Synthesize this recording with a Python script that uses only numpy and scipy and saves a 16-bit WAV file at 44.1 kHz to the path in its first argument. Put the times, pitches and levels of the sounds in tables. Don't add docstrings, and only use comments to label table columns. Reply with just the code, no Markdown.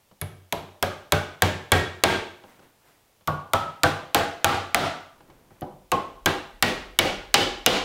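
import sys
import numpy as np
from scipy import signal
from scipy.fft import rfft, irfft, next_fast_len
from scipy.io import wavfile
from scipy.ndimage import uniform_filter1d

SR = 44100
rng = np.random.default_rng(int(sys.argv[2]) if len(sys.argv) > 2 else 0)


def pcm_store(signal):
    levels = np.round(np.clip(np.atleast_2d(signal), -1, 1) * 32767)
    wavfile.write(sys.argv[1], SR, levels.astype(np.int16).T)


N = 346089
TIME = np.arange(SR) / SR
HZ = np.fft.rfftfreq(SR, 1 / SR)

# nearness to the microphone, bounce sharpness, softness of the first tap, ping and shank overtone
# near_db [dB], q [Q before grip and softness], softness [0-1], loose_ping_hz [Hz], ping_db [dB, first blow],
# overtone [times the bounce pitch], shank_db [dB]
NAILS = [(-1, 1.63, .12, 10840, 7, 4, -9), (-2, 1.54, .3, 12500, 0.5, 2.6, -9),
         (-0.5, 1.56, 1, 12000, -8.5, 2.47, -5)]
LOOSE_LEFT = 0.3
MEDIUM_DB, MEDIUM_HZ = 25, 1500


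def amp(db):
    return 10 ** (np.asarray(db) / 20)


def unit(x):
    return x / np.sqrt(np.mean(x ** 2) + 1e-20)


def along(points, hz):
    point_hz, values = np.transpose(points)
    return np.interp(np.log(hz + 1), np.log(point_hz + 1), values)


def filtered(x, response):
    size = next_fast_len(N + SR // 2)
    spectrum = rfft(x, size) * response(np.fft.rfftfreq(size, 1 / SR))
    return irfft(spectrum, size)[:N]


def noise(spectrum):
    return unit(filtered(rng.standard_normal(N), lambda hz: amp(along(spectrum, hz))))


def causal(gain):
    cepstrum = irfft(np.log(np.maximum(gain, 1e-6)))
    return np.exp(rfft(2 * cepstrum * (TIME < .5)) - cepstrum[0])


def burst(t60):
    x = rng.standard_normal(SR) * amp(-60 * TIME / t60)
    return rfft(x / np.linalg.norm(x))


def add(track, s, sound):
    start = round(s * SR)
    sound = sound * np.clip((.95 - TIME) / .2, 0, 1)
    track[start:start + len(sound)] += sound[:N - start]


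def background(air_db=-67, hiss_db=-66.5):
    # [dB per Hz, relative]
    air = [(25, -11), (92, -6.5), (250, -14.5), (850, -12), (1500, -21.5), (3000, -21.5), (6000, -29),
           (16000, -49.5)]
    # [dB per Hz, relative]
    rumble = [(10, -32.5), (25, 7), (45, 12), (80, -9), (200, -48), (600, -100)]
    shake_s, shake_rise_s, shake_db = 5.48, 1.9, -47
    swell = np.clip((np.arange(N) / SR - shake_s) / shake_rise_s, 0, 1)
    hiss = amp(hiss_db) * rng.standard_normal(N)
    return amp(air_db) * noise(air) + hiss + amp(shake_db) * swell * noise(rumble)


def bounce(hz, q):
    return 1 / (1 - (HZ / hz) ** 2 + 1j * HZ / (hz * q))


def resonance(hz, width):
    return 1j * HZ * width / (hz ** 2 - HZ ** 2 + 1j * HZ * width)


def door(nail, base_width_hz=11, scatter_db=2.5, haze_t60=0.054, bend_s=0.002002, fine_share=.6):
    # hz [Hz], nail_0_db, nail_1_db, nail_2_db [dB before scatter]
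    wood_modes = [(93, 12.5, 10.5, 3), (148.6, 6.5, 6, 0), (193.4, -0.5, -6, 1.5), (249.5, -15, -6.5, -5.5),
                  (295.3, -4.5, -2.5, -5.5), (368, 5, -3.5, 2), (441, 2.5, -15, -25),
                  (506.7, -7.5, -1, 3.5), (553, -5.5, -4.5, -6), (602.7, 6, 1, -1), (675.5, 1.5, 5.5, -4.5),
                  (733, 2.5, 6, 0), (804.7, 1.5, 7, 4.5), (933, -11.5, 0.5, -7.5), (1112, -6.5, -9, -5),
                  (1189, -8, 5.5, -30), (1339, -16, 0.5, -11), (1444, -24.5, 2, -4),
                  (1602, -0.5, -6.5, -41), (2247, 3.5, -17.5, -2), (2750, -10, -21.5, -1.5),
                  (2990, -5, -18.5, 5.5), (3380, 8.5, -14, -3)]
    # hz [Hz], level_db [dB]
    small_modes = [(100, -12), (300, -7.5), (1000, -3), (2000, -6.5), (3000, -4.5), (3800, 1), (4800, 1),
                   (6500, -1), (9000, -10.5), (15000, -20.5)]
    modes = np.array(wood_modes, float)
    hz = modes[:, :1]
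    gain = amp(modes[:, 1 + nail, None] + scatter_db * rng.standard_normal(hz.shape))
    rings = gain * resonance(hz, base_width_hz + .018 * hz)
    signs = (-1) ** np.arange(len(hz))[:, None]
    ring = np.sum(signs * rings, axis=0)
    haze = amp(along(small_modes, HZ))
    lag = np.exp(-4j * np.pi * bend_s * np.sqrt(HZ * 10 ** 3))
    direct = lag * ring + burst(haze_t60) * causal(haze)
    share = fine_share * along([(200, 0), (500, 1), (3500, 1), (7000, 0)], HZ)
    fine = 1 - share + share * np.abs(burst(.08)) ** 2
    power = np.sum(rings.real ** 2 + rings.imag ** 2, axis=0) + haze ** 2
    radiated = causal(np.sqrt(fine * power))
    return direct, radiated


def echo(first_wall=0.001, build_up=0.0031):
    # hz [Hz], t60_s [s]
    decay_times = [(80, 0.49), (200, 0.47), (1000, .56), (3000, 0.53), (7000, 0.5), (14000, .32)]
    # hz [Hz], level_db [dB]
    echo_levels = [(80, 2.5), (300, 5), (1000, -3.5), (3000, -5), (6000, -6), (10000, -10), (15000, -13)]
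    hz, t, bands = signal.stft(rng.standard_normal(SR), SR, nperseg=256)
    t60 = along(decay_times, hz)[:, None]
    even_energy = np.sqrt(2 * np.log(1000) / (t60 * SR))
    tail = signal.istft(bands * amp(-60 * t / t60) * even_energy, SR, nperseg=256)[1][:SR]
    arrival = 1 - np.exp(-np.maximum(TIME - first_wall, 0) / build_up)
    return rfft(tail * arrival) * causal(amp(along(echo_levels, HZ)))


def heard(direct, radiated):
    return direct + radiated * echo()


def handling(cloth_db=-4):
    # start_s [s], strength_db [dB], bounce_hz [Hz]
    bumps = [(.113, -7.5, 840), (2.437, -1.5, 874), (2.592, -10, 1390), (3.209, -18, 1400),
             (5.205, -10, 1200), (5.3, -8.5, 1300), (5.506, -1.5, 458)]
    # peak_s [s], peak_db [dB before cloth_db], rise [dB/s], fall [dB/s],
    # brightness [dB per octave]
    slides = [(2.5, -49.5, 121.5, 69, 1.5), (2.63, -50, 602, 165, 0.5), (2.879, -54.5, 150, 69, 2.5),
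              (5.31, -49.5, 69, 43, -2), (5.515, -54, 601, 60, 0)]
    # [dB per Hz, relative]
    cloth = [(60, -6.5), (300, -3.5), (900, -10), (2000, -15.5), (5000, -30), (12000, -35)]
    track, t = np.zeros(N), np.arange(N) / SR
    for s, db, bounce_hz in bumps:
        direct, radiated = door(2)
        force = amp(db) * bounce(bounce_hz, 0.67)
        add(track, s, irfft(force * heard(direct, radiated / 4)))
    for s, db, rise, fall, brightness in slides:
        swell = amp(cloth_db + db - np.maximum(rise * (s - t), fall * (t - s)))
        colour = [(hz, level + brightness * np.log2(hz)) for hz, level in cloth]
        track += swell * noise(colour)
    return track


def hammer():
    # [dB, relative, after-ring]
    blows = [ (.214, 0, 7.5, 1580, -13), (.525, 0, 16, 960, -20), (0.8265, 0, 20.5, 1330, -24),
             (1.122, 0, 25, 1488, 2), (1.4213, 0, 27.5, 1780, 1), (1.719, 0, 29, 1882, 6),
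             (2.0373, 0, 32.5, 2110, -3.5), (3.2747, 1, 18, 1124, 9.5), (3.5345, 1, 23.5, 1284, 5),
             (3.8342, 1, 27, 1563, 3), (4.1463, 1, 29.5, 1657, 1), (4.4448, 1, 32.5, 1830, -16),
             (4.746, 1, 33, 2020, -17), (5.61, 2, 13, 780, -29), (5.9179, 2, 24.5, 1070, 5.5),
             (6.2597, 2, 27.5, 1618, 2.5), (6.6254, 2, 30.5, 1903, 5), (6.989, 2, 31.5, 2263, 1),
             (7.3417, 2, 33.5, 3040, -6), (7.6624, 2, 34.5, 2840, -1)]
    track, blows_taken = np.zeros(N), [0] * len(NAILS)
    for s, nail, db, bounce_hz, ring_db in blows:
        nail = round(nail)
        loose = LOOSE_LEFT ** blows_taken[nail]
        sound = knock(nail, db, bounce_hz, ring_db, loose)
        sound = sound + click(nail, db, bounce_hz, loose)
        sound = sound + ping(nail, blows_taken[nail], loose)
        add(track, s, irfft(sound))
        blows_taken[nail] += 1
    return track


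def knock(nail, db, bounce_hz, ring_db, loose, wood_db=-3, sing_db=6, boom_hz=200):
    grip_damping = .65
    medium_boom_db, boom_sag, loose_boom_db = -4.5, 0.31, 5.5
    soft_lag_s = .009
    near_db, q, softness = NAILS[nail][:3]
    gripped_q = q * (MEDIUM_HZ / bounce_hz) ** grip_damping
    sharpness = max(gripped_q / (1 + softness * loose), .5)
    singing = 1 + amp(ring_db + sing_db) * after_ring(bounce_hz)
    force = amp(db + wood_db) * bounce(bounce_hz, sharpness) * singing
    boom_db = medium_boom_db - boom_sag * (db - MEDIUM_DB) + loose_boom_db * loose
    boom = causal(amp(boom_db / (1 + (HZ / boom_hz) ** 4)))
    lag = np.exp(-2j * np.pi * HZ * soft_lag_s * softness * loose)
    direct, radiated = door(nail)
    return force * boom * lag * heard(amp(near_db) * direct * wall(), radiated)


def after_ring(hz, width_hz=26):
    return resonance(hz, width_hz)


def wall(delay=.012, wall_db=-1, top_hz=1400):
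    return 1 + amp(wall_db) * bounce(top_hz, 0.31) * np.exp(-2j * np.pi * HZ * delay)


def click(nail, db, bounce_hz, loose, shank_width_hz=600):
    click_db, soft_click_db = -21.5, -25.5
    near_db, _, softness, _, _, overtone, shank_db = NAILS[nail]
    shank = 1 + amp(shank_db) * resonance(overtone * bounce_hz, shank_width_hz)
    direct, radiated = steel()
    level = amp(db + click_db + soft_click_db * softness * loose)
    return level * shank * heard(amp(near_db) * direct, radiated)


def steel(ring_db=1, ring_t60=0.0084, detune=0.0042):
    # [dB before scatter, relative]
    steel_modes = [(4850, -2.5), (5650, -5), (6680, 2.5), (7600, 2.5), (8900, 1.5), (9720, -1.5),
                   (11200, -2), (12600, 0), (14200, -5)]
    # hz [Hz], level_db [dB per Hz]
    crack_levels = [(200, 1), (1000, 6), (2000, 13), (3300, 14), (5000, 4.5), (8000, 2.5), (13000, -0.5),
                    (16000, 0)]
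    ring = np.zeros(SR)
    for hz, db in steel_modes:
        gain = amp(db + 2 * rng.standard_normal())
        mode_hz = hz * (1 + detune * rng.standard_normal())
        ring += gain * np.sin(2 * np.pi * mode_hz * TIME)
    ring = ring * amp(-60 * TIME / ring_t60)
    crack = causal(amp(along(crack_levels, HZ)))
    low = 1 / (1 + 1j * HZ / 4000)
    snap = low * burst(.022) + (1 - low) * burst(.007)
    return snap * crack + amp(ring_db) * rfft(ring / np.linalg.norm(ring)), crack


def ping(nail, blows_taken, loose, width_hz=900, t60=.015):
    seated_hz, fade_db = 12400, 1.5
    _, _, _, loose_hz, db, _, _ = NAILS[nail]
    hz = seated_hz + (loose_hz - seated_hz) * loose
    return amp(db - fade_db * blows_taken) * resonance(hz, width_hz) * heard(burst(t60), 0.84)


def scene():
    return (background() + handling() + hammer())[None]


def limiter(x, ceiling_db, attack_s=0.0017, release_db_per_s=105):
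    over_db = np.maximum(20 * np.log10(np.abs(x) + 1e-9) - ceiling_db, 0)
    climb = release_db_per_s * np.arange(N) / SR
    duck_db = np.maximum.accumulate(over_db + climb) - climb
    keep = np.exp(-1 / (attack_s * SR))
    return x * amp(-signal.lfilter([1 - keep], [1, -keep], duck_db))


def saturate(x, top_db=-4.14):
    top = amp(top_db)
    return x / (1 + np.abs(x / top) ** 6) ** (1 / 6)


def record(dry, top_hz=15900):
    limited = saturate(limiter(dry[0], ceiling_db=-1.45))
    return filtered(limited, lambda hz: 1 / (1 + (hz / top_hz) ** 120))[None]


dry = scene()
out = record(dry)
pcm_store(out)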